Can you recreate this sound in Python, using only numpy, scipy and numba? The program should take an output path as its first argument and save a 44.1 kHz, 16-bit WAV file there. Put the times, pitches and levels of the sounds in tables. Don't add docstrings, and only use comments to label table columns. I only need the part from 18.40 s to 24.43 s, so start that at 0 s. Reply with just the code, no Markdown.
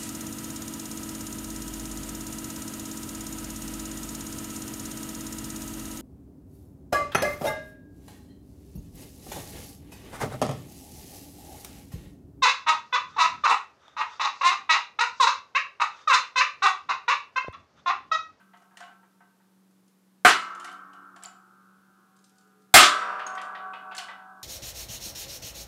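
import sys
import numpy as np
from scipy import signal
from scipy.fft import rfft, irfft
from scipy.io import wavfile
from numba import njit

SR = 44100
rng = np.random.default_rng(int(sys.argv[2]) if len(sys.argv) > 2 else 0)


def wav_out(sig):
    wavfile.write(sys.argv[1], SR, np.round(np.clip(np.atleast_2d(sig).T, -1, 1) * 32767).astype(np.int16))


def to_linear_factor(level_db):
    exponent = np.asarray(level_db, float) / 20
    return 10 ** exponent


N = 265905

# pitch in Hz, level in dB, time to fall 60 dB in seconds.
LEFTOVER = [(991, -75, .8), (1087, -68, .55), (1357, -75, 0.74), (1513, -62, .3), (1567, -61, 0.67),
            (1674, -82, .7)]
LEFTOVER_DB = -31

# time in seconds, pitch in Hz, level in dB.
HUM = [(0, 191.3, -65), (2, 188.6, -65), (4, 192.8, -65.5), (6.03, 190.6, -65)]
# pitch in Hz, level in dB.
HUM_LINES = [(120, -85), (286.5, -82.5), (335, -85.5)]
# frequency in Hz, level in dB per Hz.
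FLOOR = [(30, -28), (60, -30.5), (120, -17.5), (190, -4.5), (250, -12.5), (345, -10), (650, -19.5),
         (1130, -19), (2170, -26.5), (6700, -29.5), (12000, -29), (16000, -35)]
FLOOR_DB = -68.5

# start in seconds, clack level in dB, thud level in dB, ring pitch in Hz.
ROCKS = [(0.0024, -63, -60, 1570), (0.1335, -61, -50, 1940), (0.309, -75, -58, 1970),
         (0.3394, -81, -58, 1930), (0.4246, -50, -51, 1536), (0.4791, -71, -49, 2070),
         (0.6294, -80, -55, 2000), (0.8042, -73, -51.5, 1990), (0.9993, -82, -62, 1850),
         (2.276, -49, -56, 2200), (2.852, -58, -50, 733), (4.6196, -38.5, -47, 1920),
         (4.7935, -38, -38, 1847), (4.9765, -39, -38.5, 1890), (5.149, -42.5, -38, 1890),
         (5.334, -44, -40, 2600), (5.512, -49, -43, 2610), (5.5173, -45, -43, 1530),
         (5.5936, -42, -57, 3060), (5.6845, -42, -39, 1995)]
ROCK_TICK_DB, ROCK_T60_S = -22, 0.15
# pitch in Hz, level in dB, time to fall 60 dB in seconds.
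ROCK_THUD = [(718, -6.5, 0.3), (912, 5, 0.2), (1075, -8.5, 0.35), (1284, -0.5, 0.25), (1530, -2, 0.25),
             (1575, -8, 0.42), (1624, -2.5, 0.21), (508.5, -9.5, 0.18)]
# start in seconds, tick level in dB, thud level in dB, ring pitch in Hz.
CLINKS = [(0.1714, -64.5, -86, 2060), (0.2194, -66, -56.5, 1800), (0.3708, -47.5, -49.5, 1850),
          (0.4034, -49, -38, 1730), (2.149, -52, -55, 6500), (2.198, -46.5, -51.5, 7140),
          (2.2439, -41, -52, 1830), (2.3146, -53.5, -49, 3100), (2.5317, -58, -53, 3010),
          (2.761, -54, -46, 1780), (2.8235, -53.5, -55, 1730), (2.836, -44.5, -50, 7750),
          (4.8678, -44.5, -41, 6660), (4.9503, -49.5, -49, 1830), (5.0143, -46, -39, 3100),
          (5.5485, -42.5, -64, 1700), (5.581, -33.5, -37, 5160)]
CLINK_CLACK_DB, CLINK_T60_S = 0, 0.067
# pitch in Hz, level in dB, time to fall 60 dB in seconds.
THUD = [(705, -3, 0.35), (733, 1, 0.19), (800, -8, 0.45), (902, -1, 0.15), (1086, -5.5, 0.38),
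        (1336, -12.5, 1), (1482, -2.5, 0.18), (1568, -4, 0.41)]
# pitch in Hz, level in dB, time to fall 60 dB in seconds.
CLACK = [(1920, 2, 0.055), (2140, -7, 0.25), (2080, -11, 0.18), (2620, -12, 0.3), (2940, -3, .25),
         (3140, 1, 0.14), (3580, -4.5, 0.17), (4500, -10, 0.13)]
# start in seconds, level in dB, ring pitch in Hz.
TICKS = [(1.309, -70, 9500), (1.479, -65, 10820), (2.229, -60, 9800), (2.256, -55, 10500),
         (2.288, -57, 5000), (2.326, -58, 11500), (3.764, -62, 8300), (3.789, -65, 6430),
         (3.841, -56, 8400), (3.894, -62, 11000), (3.955, -68.5, 7880), (3.982, -59.5, 8520),
         (4.009, -69, 6510), (4.074, -70, 7560), (4.219, -69, 8000), (5.05, -63, 7100),
         (5.5665, -39.5, 7800)]
# frequency in Hz, level in dB.
TICK = [(4500, -1.5), (7500, -3), (10500, -21.5), (15000, -53.5)]
SOFT_S = 0.0011

# start in seconds, level in dB, swell in seconds.
BONGS = [(.134, -57, 0.0044), (.215, -56.5, 0.008), (.335, -54, .02), (.402, -40.5, .006),
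         (.425, -51, 0.0084), (.48, -66, 0.011), (2.246, -44.5, 0.0032), (2.28, -37.5, 0.021),
         (2.535, -53, .008), (2.77, -56, .005), (2.856, -40, 0.023), (4.62, -48, .01), (4.8, -45, .01),
         (4.98, -47, .01), (5.155, -52, .01), (5.34, -56, 0.011), (5.52, -45, .01), (5.59, -40, 0.012),
         (5.69, -53, 0.011)]
# pitch in Hz, level in dB, time to fall 60 dB in seconds.
BONG = [(713, -17, .2), (737, 2.5, 0.17)]
# start in seconds, peak level in dB,
# ring pitch in Hz, time to fall 60 dB in seconds, treble spit level in dB.
SNAPS = [(0.3713, -41.5, 2940, .007, -54), (2.15, -38, 7000, .003, -70), (2.1987, -42, 7100, .004, -58),
         (2.2765, -39, 5500, .003, -70), (2.2965, -41, 3500, .004, -75), (2.8358, -29, 7760, .006, -42),
         (2.836, -40, 10340, .008, -60), (2.852, -31, 4600, .004, -58), (2.8578, -33.5, 7200, .012, -62),
         (4.8664, -33, 6560, 0.02, -52), (5.5804, -21, 4300, .004, -38), (5.589, -38, 7300, .008, -55),
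         (5.5935, -32, 3050, 0.013, -55), (5.598, -37, 4480, .01, -60)]
SNAP_RISE_S, SNAP_LIFT_DB, SNAP_SHOP_DB = 0.00076, 9, -10.5

# start in seconds, blow level in dB, steel-on-steel contact level in dB,
# thump level in dB, glint level in dB.
SLIPS = [
    (1.8493, -8, -37.5, -42, -33.5),
    (4.3405, 1, -20, -36.5, -15.5),
]
TEAR_S, TEAR_DB, SWELL_S = .0016, -12, .0003
BUILD_SHARE, BUILD_S = 0.48, 0.023
RAGGED_DB, RAGGED_PER_S = 2.5, 60
SHEET_DB, FRAME_DB, BEAM_DB = -4, -0.3, 5
WASH_DB, SHIMMER_DB = -27.5, -10
WOBBLE_PER_S, TWIN_DB = 14, -3.5

# frequency in Hz, level in dB per Hz.
CRASH = [
    [(35, -60), (60, -50), (268, -18.5), (437, -14), (566, -28), (715, -9), (862, -12), (1510, 0),
     (1860, -10.5), (2520, -13), (8710, -26), (16000, -42.5)],
    [(35, -69), (60, -59), (256, -26.5), (323, -3), (515, -44.5), (698, -2), (842, -17), (1200, -2),
     (2650, -9), (3500, -7), (5800, -15.5), (8000, -13.5), (16000, -16.5)],
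]
# frequency in Hz, time to fall 60 dB in seconds.
CRASH_T60 = [
    [(60, .15), (200, 0.36), (400, 0.3), (1000, .29), (3000, 0.34), (8000, 0.32), (11500, .16),
     (15000, .08)],
    [(60, .3), (200, 0.48), (400, 0.34), (1000, .29), (3000, 0.35), (8000, 0.32), (11500, .13),
     (15000, 0.038)],
]
SHEET_HZ = [
    [374, 725, 991, 1082, 1177, 1213, 1256, 1308, 1455, 1515, 1552, 1803, 1979, 2109, 2223, 2274, 2348,
     2443, 2524, 2601, 2803, 2914, 2978, 4094],
    [592, 796, 967, 1022, 1080, 1151, 1181, 1234, 1266, 1310, 1340, 1520, 1598, 1644, 1721, 1967, 2114,
     2247, 2333, 2428, 2520, 3039, 3158, 3382, 3444, 3653, 3792, 4041, 4733, 5037],
]
# level in dB, time to fall 60 dB in seconds.
SHEET = [
    [(-23, 0.24), (-0.5, 0.11), (-27.5, 0.76), (-14, 0.34), (-18, 0.27), (-13, 0.23), (-23.5, 0.51),
     (-21.5, 1), (-19.5, 0.23), (-9, 0.18), (-10.5, 0.074), (-29, 0.11), (-24.5, 0.49), (-19, 0.47),
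     (-13, 0.11), (-21, 0.42), (-19.5, 0.14), (-24.5, 0.33), (-25, 0.23), (-19, 0.37), (-37.5, 0.74),
     (-21.5, 0.44), (-21.5, 0.39), (-21.5, 0.38)],
    [(-26, 1), (-8.5, 0.22), (-23.5, 0.78), (-19, 0.82), (-23.5, 0.44), (-20, 0.96), (-13, 0.25),
     (-11.5, 0.51), (-13.5, 0.87), (-14, 1), (-17, 0.75), (-13.5, 0.74), (-20.5, 0.9), (-19, 0.61),
     (-16, 0.26), (-19.5, 0.57), (-3, 0.31), (-15.5, 0.16), (-26, 0.2), (-17.5, 0.21), (-23.5, 0.2),
     (-21.5, 0.5), (-17, 0.17), (-12, 0.41), (-11, 0.13), (-20.5, 0.4), (-18, 0.24), (-25.5, 0.46),
     (-19, 0.39), (-16, 0.056)],
]
# pitch in Hz, level in dB, time to fall 60 dB in seconds.
BEAM = [(6200, -16.5, 0.2), (6787, -12.5, 0.33), (7400, 4, 0.28), (7830, -2.5, 0.19), (8600, 1, 0.18),
        (8240, -19.5, 0.4), (8800, 2, 0.16), (9660, -10, 0.26), (10000, -17.5, 0.29), (9900, -20.5, 0.25),
        (11000, -17, 0.28), (10700, -21.5, 0.29), (11500, -17, 0.15), (11900, -19.5, 0.25),
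        (11820, -14.5, 0.18), (12400, -15.5, 0.25), (12150, -7.5, 0.11), (13100, -19.5, 0.17),
        (13490, -21.5, 0.2), (13800, -21.0, 0.22), (3630, -13, .65), (4655, -20, .7), (5755, -22, .75),
        (6800, -31.5, 0.78)]
# pitch in Hz, level in dB, time to fall 60 dB in seconds.
GLINT = [(11000, -23.5, .4), (11800, -18.5, .35), (12800, -13.5, .3), (12900, -20, .27), (13300, -17, .27),
         (13800, -15, .2), (14700, -19, .25), (15210, -14.5, .2), (15500, -20.5, .2)]
FRAME_HZ = [
    [287, 355, 759, 817, 876, 934, 996, 1049, 1101, 1145, 1190, 1226, 1236, 1268, 1291, 1308, 1334, 1349,
     1362, 1389, 1405, 1423, 1447, 1479, 1500, 1551, 1601, 1649, 1706],
    [425, 501, 594, 627, 649, 695, 755, 815, 876, 934, 970, 995, 1043, 1075, 1095, 1141, 1188, 1228, 1255,
     1291, 1305, 1326, 1343, 1354, 1372, 1390, 1500, 1518, 1551, 1649],
]
# level in dB, time to fall 60 dB in seconds.
FRAME = [
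    [(-59, 4.6), (-60.5, 5.1), (-70, 48), (-61.5, 3.2), (-58.5, 4.3), (-66.5, 3.4), (-65, 7.1), (-52, 2.7),
     (-50.5, 3.6), (-45, 2.6), (-46, 2.25), (-56, 7), (-51.5, 2.3), (-44, 2.55), (-41.5, 3.22),
     (-40.5, 2.2), (-38, 1.9), (-46, 3.7), (-47, 4.2), (-49.5, 3.2), (-61, 4.31), (-53, 4.5), (-52, 2.8),
     (-58.5, 8.1), (-55, 3), (-44.5, 3.5), (-63.5, 4.8), (-72, 13), (-66, 5.69)],
    [(-54.5, 4.8), (-45, 1.9), (-42.5, 2.1), (-48.5, 5.3), (-50, 3.5), (-51, 6.1), (-41.5, 6.7),
     (-50.5, 5.7), (-50.5, 5.2), (-50, 6.4), (-34, 2.17), (-50.5, 9.8), (-46, 4.3), (-54, 4.5), (-46.5, 6),
     (-34.5, 4.6), (-32.5, 3.1), (-43.5, 4.006), (-52, 2.74), (-50, 8.7), (-33, 2.2), (-44, 5), (-47, 5.7),
     (-53.5, 3.2), (-33, 2.9), (-39, 3.3), (-40, 6.7), (-47.5, 8), (-43.5, 5.1), (-51.5, 11)],
]
# frequency in Hz, level in dB per Hz.
WASH = [(120, -62), (200, -31), (462, -23), (499, -19), (545, -27.5), (606, -10), (916, -21), (943, -11),
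        (1150, 0.5), (2000, -12.5), (2600, -52), (4400, -120)]
# frequency in Hz, time to fall 60 dB in seconds.
WASH_T60 = [(200, 8.9), (600, 2.2), (1300, 2.4), (1900, 2.1)]
# frequency in Hz, level in dB per Hz.
SHIMMER = [(1900, 5.5), (3500, -3), (6000, -3.5), (12000, -15)]
# frequency in Hz, time to fall 60 dB in seconds.
SHIMMER_T60 = [(1900, 2), (4000, 1.1), (7000, 0.8), (12000, 0.8)]
# pitch in Hz, level in dB, time to fall 60 dB in seconds.
THUMP = [
    [(30, 10, .08), (65, 4, .05), (110, 3, .35), (233, 18, .1), (310, 12, .1), (345, 6, .4),
     (421, 17.5, 0.15)],
    [(30, -2, .3), (108, -9, 0.66), (160, -14, .8), (222, -14, .9)],
]

# start in seconds, level in dB.
SLAPS = [
    (1.876, -23.5),
    (1.892, -23.5),
    (1.908, -26),
    (4.386, -17),
    (4.405, -18),
    (4.428, -16),
    (4.442, -22),
    (4.461, -24.5),
]
# frequency in Hz, level in dB per Hz.
SLAP = [(600, -19.5), (1300, -3.5), (2200, -4.5), (3400, 0), (5000, -9), (8000, -12.5), (14000, -28.5)]
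# frequency in Hz, time to fall 60 dB in seconds.
SLAP_T60 = [(600, 0.23), (3400, 0.17), (14000, .08)]
# start in seconds, pitch in Hz, level in dB,
# time to fall 60 dB in seconds, swell in seconds.
WHIP = [(4.341, 720.6, -8.5, .26, .002), (4.341, 621, -15.5, .2, .004), (4.352, 2127, -14, .2, .005),
        (4.39, 1152, -18, .5, .006), (4.388, 1243, -13, 0.32, .006), (4.4, 3300, -22, 0.27, 0.0071),
        (4.424, 3470, -20, 0.218, .004), (4.341, 5640, -28, .4, .002), (4.341, 8290, -28, 0.45, .002),
        (4.341, 4224, -28.5, .4, .002), (4.341, 6934, -33, .4, .002), (4.341, 12970, -29, .2, .002)]
# start in seconds, end in seconds,
# pitch in Hz, width in Hz, level in dB.
DRONES = [
    (3.95, 4.4, 424, 3, -72),
    (4.0, 4.4, 1366, 6, -73.5),
    (3.55, 3.85, 1100, 6.8, -72),
    (3.3, 3.6, 70, 40, -81),
    (4.7, 5.5, 75, 50, -80),
    (5.53, 5.85, 90, 40, -76),
]

# frequency in Hz, time to fall 60 dB in seconds.
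SHOP_T60 = [(100, 0.14), (1000, 0.436), (4000, 0.37), (14000, 0.28)]
SHOP_DB = -4
BASS_CUT_HZ, CUTOFF_HZ, OVERLOAD = 90, 16400, 0.62


def at_hz(points, hz):
    table_hz, value = np.array(points)[:, 0], np.array(points)[:, 1]
    return np.interp(np.log(hz), np.log(table_hz), value)


def add(x, s, sound):
    i = round(s * SR)
    x[i:i + len(sound)] += sound[:N - i]


def swell(sound, seconds):
    return sound * (1 - np.exp(-np.arange(len(sound)) / (max(seconds, 1e-4) * SR)))


@njit
def resonate(turn, state, size):
    out, re, im = np.zeros(size), state.real.copy(), state.imag.copy()
    c, s = turn.real.copy(), turn.imag.copy()
    for i in range(size):
        out[i] = im.sum()
        for k in range(len(re)):
            re[k], im[k] = re[k] * c[k] - im[k] * s[k], re[k] * s[k] + im[k] * c[k]
    return out


def struck(hz, level_db, t60, seconds, phase=0):
    t60 = np.maximum(t60, seconds / 50)
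    hz, gain, t60, phase = np.broadcast_arrays(np.atleast_1d(hz), to_linear_factor(level_db), t60, phase)
    turn = to_linear_factor(-60 / (t60 * SR)) * np.exp(2j * np.pi * hz / SR)
    return resonate(turn, gain * np.exp(2j * np.pi * phase), round(seconds * SR))


def struck_anyhow(modes, blow_db, seconds):
    hz, level_db, t60 = np.transpose(modes)
    return struck(hz, level_db + blow_db, t60, seconds, rng.random(len(hz)))


def dying_noise(spectrum, t60s, seconds, ragged_db=0):
    t = np.arange(round(seconds * SR)) / SR
    edges = 40 * 2 ** (np.arange(27) / 3)
    out, power = 0, 0
    for low, high in zip(edges, edges[1:]):
        hz = np.sqrt(low * high)
        band_filter = signal.butter(2, [low, high], "band", fs=SR, output="sos")
        band = signal.sosfilt(band_filter, rng.standard_normal(len(t)))
        flicker = np.interp(t * RAGGED_PER_S, np.arange(99), rng.standard_normal(99))
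        gain = to_linear_factor(at_hz(spectrum, hz))
        out = out + gain * band * to_linear_factor(ragged_db * flicker - 60 * t / at_hz(t60s, hz))
        power += gain ** 2 * (high - low) / (SR / 2)
    return out / np.sqrt(power)


def crowd(spectrum, t60s, low_hz, high_hz, seconds, count):
    place, strength, damping, phase = rng.random((count, 4)).T
    hz = low_hz * (high_hz / low_hz) ** ((np.arange(count) + place) / count)
    level_db = at_hz(spectrum, hz) + 10 * np.log10(hz) + 10 * strength
    level_db -= 10 * np.log10(np.sum(to_linear_factor(level_db) ** 2) / 2)
    return struck(hz, level_db, at_hz(t60s, hz) * (0.31 + .8 * damping), seconds, phase)


def crack(low_hz, high_hz, level_db, t60):
    t = np.arange(SR // 4) / SR
    burst = swell(rng.standard_normal(len(t)) * to_linear_factor(level_db - 60 * t / t60), 0.0019)
    band_filter = signal.butter(3, [low_hz, high_hz], "band", fs=SR, output="sos")
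    return signal.sosfilt(band_filter, burst)


def frame_ring(which, blow_db, seconds):
    hz = np.array(FRAME_HZ[which])
    level_db, t60 = np.transpose(FRAME[which])
    phase, twin_phase, split = rng.random((3, len(hz)))
    out = struck(hz, level_db + blow_db, t60, seconds, phase)
    twin_hz = hz + 9 * (split - .5)
    twin_db = level_db + blow_db + TWIN_DB
    wobble_time = np.arange(len(out)) * WOBBLE_PER_S / SR
    for k in range(3):
        wobble = np.interp(wobble_time, np.arange(199), rng.standard_normal(199))
        twins = struck(twin_hz[k::3], twin_db[k::3], t60[k::3], seconds, twin_phase[k::3])
        out += twins * (0.7 + 0.9 * wobble)
    return out


def leftover():
    out = np.zeros(N)
    add(out, 0, frame_ring(0, LEFTOVER_DB, 1.7) + struck(*np.transpose(LEFTOVER), 1.7))
    return out


def hum():
    s, hz, level_db = np.transpose(HUM)
    t = np.arange(N) / SR
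    waver = np.interp(t, np.linspace(0, N / SR, 60), rng.standard_normal(60))
    turns = np.cumsum(np.interp(t, s, hz)) / SR
    out = to_linear_factor(np.interp(t, s, level_db) + 1.2 * waver) * np.sin(2 * np.pi * turns)
    for line_hz, line_db in HUM_LINES:
        out += to_linear_factor(line_db + 2.5 * waver[::-1]) * np.sin(2 * np.pi * line_hz * t)
    return np.sqrt(2) * out


def floor():
    hz = np.maximum(np.fft.rfftfreq(N, 1 / SR), 1)
    noise = irfft(rfft(rng.standard_normal(N)) * to_linear_factor(at_hz(FLOOR, hz)), N)
    return to_linear_factor(FLOOR_DB) * noise / np.std(noise)


def tick(level_db, ring_hz, t60):
    noise = crack(3000, 9000, level_db + 9.5, 0.033)
    edges = np.array(TICK)[:, 0]
    for low, high in zip(edges, edges[1:]):
        band_db = at_hz(TICK, np.sqrt(low * high))
        noise = noise + crack(low, high, level_db + band_db + 1.0, t60)
    close_hz = ring_hz * (1 + 0.015 * rng.standard_normal(3))
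    return noise, struck(close_hz, np.full(3, level_db - 8.5), 0.48 * t60, .25)


def knock(tick_db, clack_db, thud_db, ring_hz, t60, jig):
    out = np.zeros(SR // 2)
    noise, ring = tick(tick_db, ring_hz, t60)
    add(out, 0, noise)
    add(out, 0, crack(1400, 3300, clack_db + 9.0, t60))
    add(out, 0, crack(3220, 4900, clack_db - 6.5, t60))
    add(out, 0, crack(674, 1790, thud_db + 7.5, t60))
    lift_db = (max(clack_db - tick_db, 0) + 4.5) * (ring_hz < 5000)
    add(out, 0, swell(ring, 0.00062) * to_linear_factor(lift_db))
    for modes, blow_db in [(CLACK, clack_db - 15), (jig, thud_db - 9.5)]:
        hz, level_db, ring_t60 = np.transpose(modes)
        detune, strength = rng.standard_normal((2, len(hz)))
        mode_hz = hz * (1 + 0.00463 * detune)
        mode_db = blow_db + level_db + 2.36 * strength
        add(out, 0, swell(struck(mode_hz, mode_db, ring_t60, 0.5), SOFT_S))
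    return out


def rocks():
    out = np.zeros(N)
    for s, clack_db, thud_db, ring_hz in ROCKS:
        add(out, s, knock(clack_db + ROCK_TICK_DB, clack_db, thud_db, ring_hz, ROCK_T60_S, ROCK_THUD))
    return out


def bongs():
    out = np.zeros(N)
    for s, db, rise_s in BONGS:
        add(out, s, swell(struck_anyhow(BONG, db, .3), rise_s))
    return out


def clinks():
    out = np.zeros(N)
    for s, tick_db, thud_db, ring_hz in CLINKS:
        add(out, s, knock(tick_db, tick_db + CLINK_CLACK_DB, thud_db, ring_hz, CLINK_T60_S, THUD))
    return out


def snaps():
    out = np.zeros(N)
    for s, peak_db, ring_hz, t60, spit_db in SNAPS:
        add(out, s, swell(struck(ring_hz, peak_db + SNAP_LIFT_DB, t60, .05), SNAP_RISE_S))
        add(out, s, crack(11300, 15800, spit_db, 0.03))
    return out


def loose_ticks():
    out = np.zeros(N)
    for s, tick_db, ring_hz in TICKS:
        noise, ring = tick(tick_db, ring_hz, 0.059)
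        add(out, s, noise)
        add(out, s, ring)
    return out


def slips():
    out = np.zeros(N)
    for k, (s, blow_db, contact_db, thump_db, glint_db) in enumerate(SLIPS):
        bang = np.zeros(N - round(s * SR))
        seconds = len(bang) / SR
        build = 1 - BUILD_SHARE * np.exp(-np.arange(SR) / (BUILD_S * SR))
        crash = dying_noise(CRASH[k], CRASH_T60[k], 1, ragged_db=RAGGED_DB)
        add(bang, 0, to_linear_factor(blow_db + 1.0) * build * crash)
        sheet = np.column_stack([SHEET_HZ[k], SHEET[k]])
        add(bang, 0, struck_anyhow(sheet, SHEET_DB, 0.84))
        add(bang, 0, struck_anyhow(BEAM, contact_db + BEAM_DB, 1))
        add(bang, 0, struck_anyhow(GLINT, glint_db, 1))
        add(bang, 0, frame_ring(k, FRAME_DB, seconds))
        wash = crowd(WASH, WASH_T60, 220, 1900, min(2.4, seconds), count=170)
        add(bang, 0, to_linear_factor(blow_db + WASH_DB) * wash)
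        shimmer = crowd(SHIMMER, SHIMMER_T60, 2000, 12000, 1.68, count=260)
        add(bang, 0, to_linear_factor(contact_db + SHIMMER_DB) * shimmer)
        hz, level_db, t60 = np.transpose(THUMP[k])
        add(bang, 0, struck(hz, level_db + thump_db, t60, 1))
        add(out, s, swell(bang, SWELL_S))
        add(out, s - TEAR_S, crack(3200, 11000, TEAR_DB, 0.025))
    return out


def whip():
    out = np.zeros(N)
    for s, db in SLAPS:
        add(out, s, to_linear_factor(db) * swell(dying_noise(SLAP, SLAP_T60, .3), .001))
    for s, hz, db, t60, rise_s in WHIP:
        add(out, s, swell(struck(hz, db, t60, .6, rng.random()), rise_s))
    return out


def drones():
    out = np.zeros(N)
    for start_s, end_s, hz, width, db in DRONES:
        size = round((end_s - start_s) * SR)
        r = np.exp(-np.pi * width / SR)
        feedback = [1, -2 * r * np.cos(2 * np.pi * hz / SR), r * r]
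        tone = signal.lfilter([1, 0, -1], feedback, rng.standard_normal(2 * SR))[-size:]
        add(out, start_s, to_linear_factor(db) * tone / np.std(tone) * signal.windows.tukey(size, .5))
    return out


def shop(x):
    tail = dying_noise([(40, 2.5), (16000, 4.5)], SHOP_T60, .7)
    tail = tail / np.sqrt(np.sum(tail ** 2))
    tail = np.r_[np.zeros(round(.004 * SR)), tail]
    return signal.fftconvolve(x, tail)[:N]


def scene():
    no_bass = signal.butter(4, 430, "high", fs=SR, output="sos")
    small = signal.sosfilt(no_bass, rocks() + clinks() + loose_ticks()) + bongs()
    sharp = snaps()
    walls = shop(to_linear_factor(SHOP_DB) * small + to_linear_factor(SNAP_SHOP_DB) * sharp)
    press = leftover() + slips() + whip() + drones()
    return (press + small + sharp + walls + hum() + floor())[None]


def low_pass(x):
    return signal.sosfilt(signal.butter(12, 16800, fs=SR, output="sos"), x)


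def record(dry):
    bass_cut = signal.butter(2, BASS_CUT_HZ, "high", fs=SR, output="sos")
    top_cut = signal.cheby2(12, 50, CUTOFF_HZ, fs=SR, output="sos")
    thin = signal.sosfilt(top_cut, signal.sosfilt(bass_cut, dry))
    clipped = thin / (1 + np.abs(thin / OVERLOAD) ** 6.0) ** (1 / 6.0)
    overtone_cut = signal.firwin(63, CUTOFF_HZ - 100, fs=SR)[None]
    cut = signal.fftconvolve(clipped, overtone_cut, "same")
    mix = signal.lfilter([1, -1], [1, -.993], cut)
    return low_pass(mix)


dry = scene()
out = record(dry)
wav_out(out)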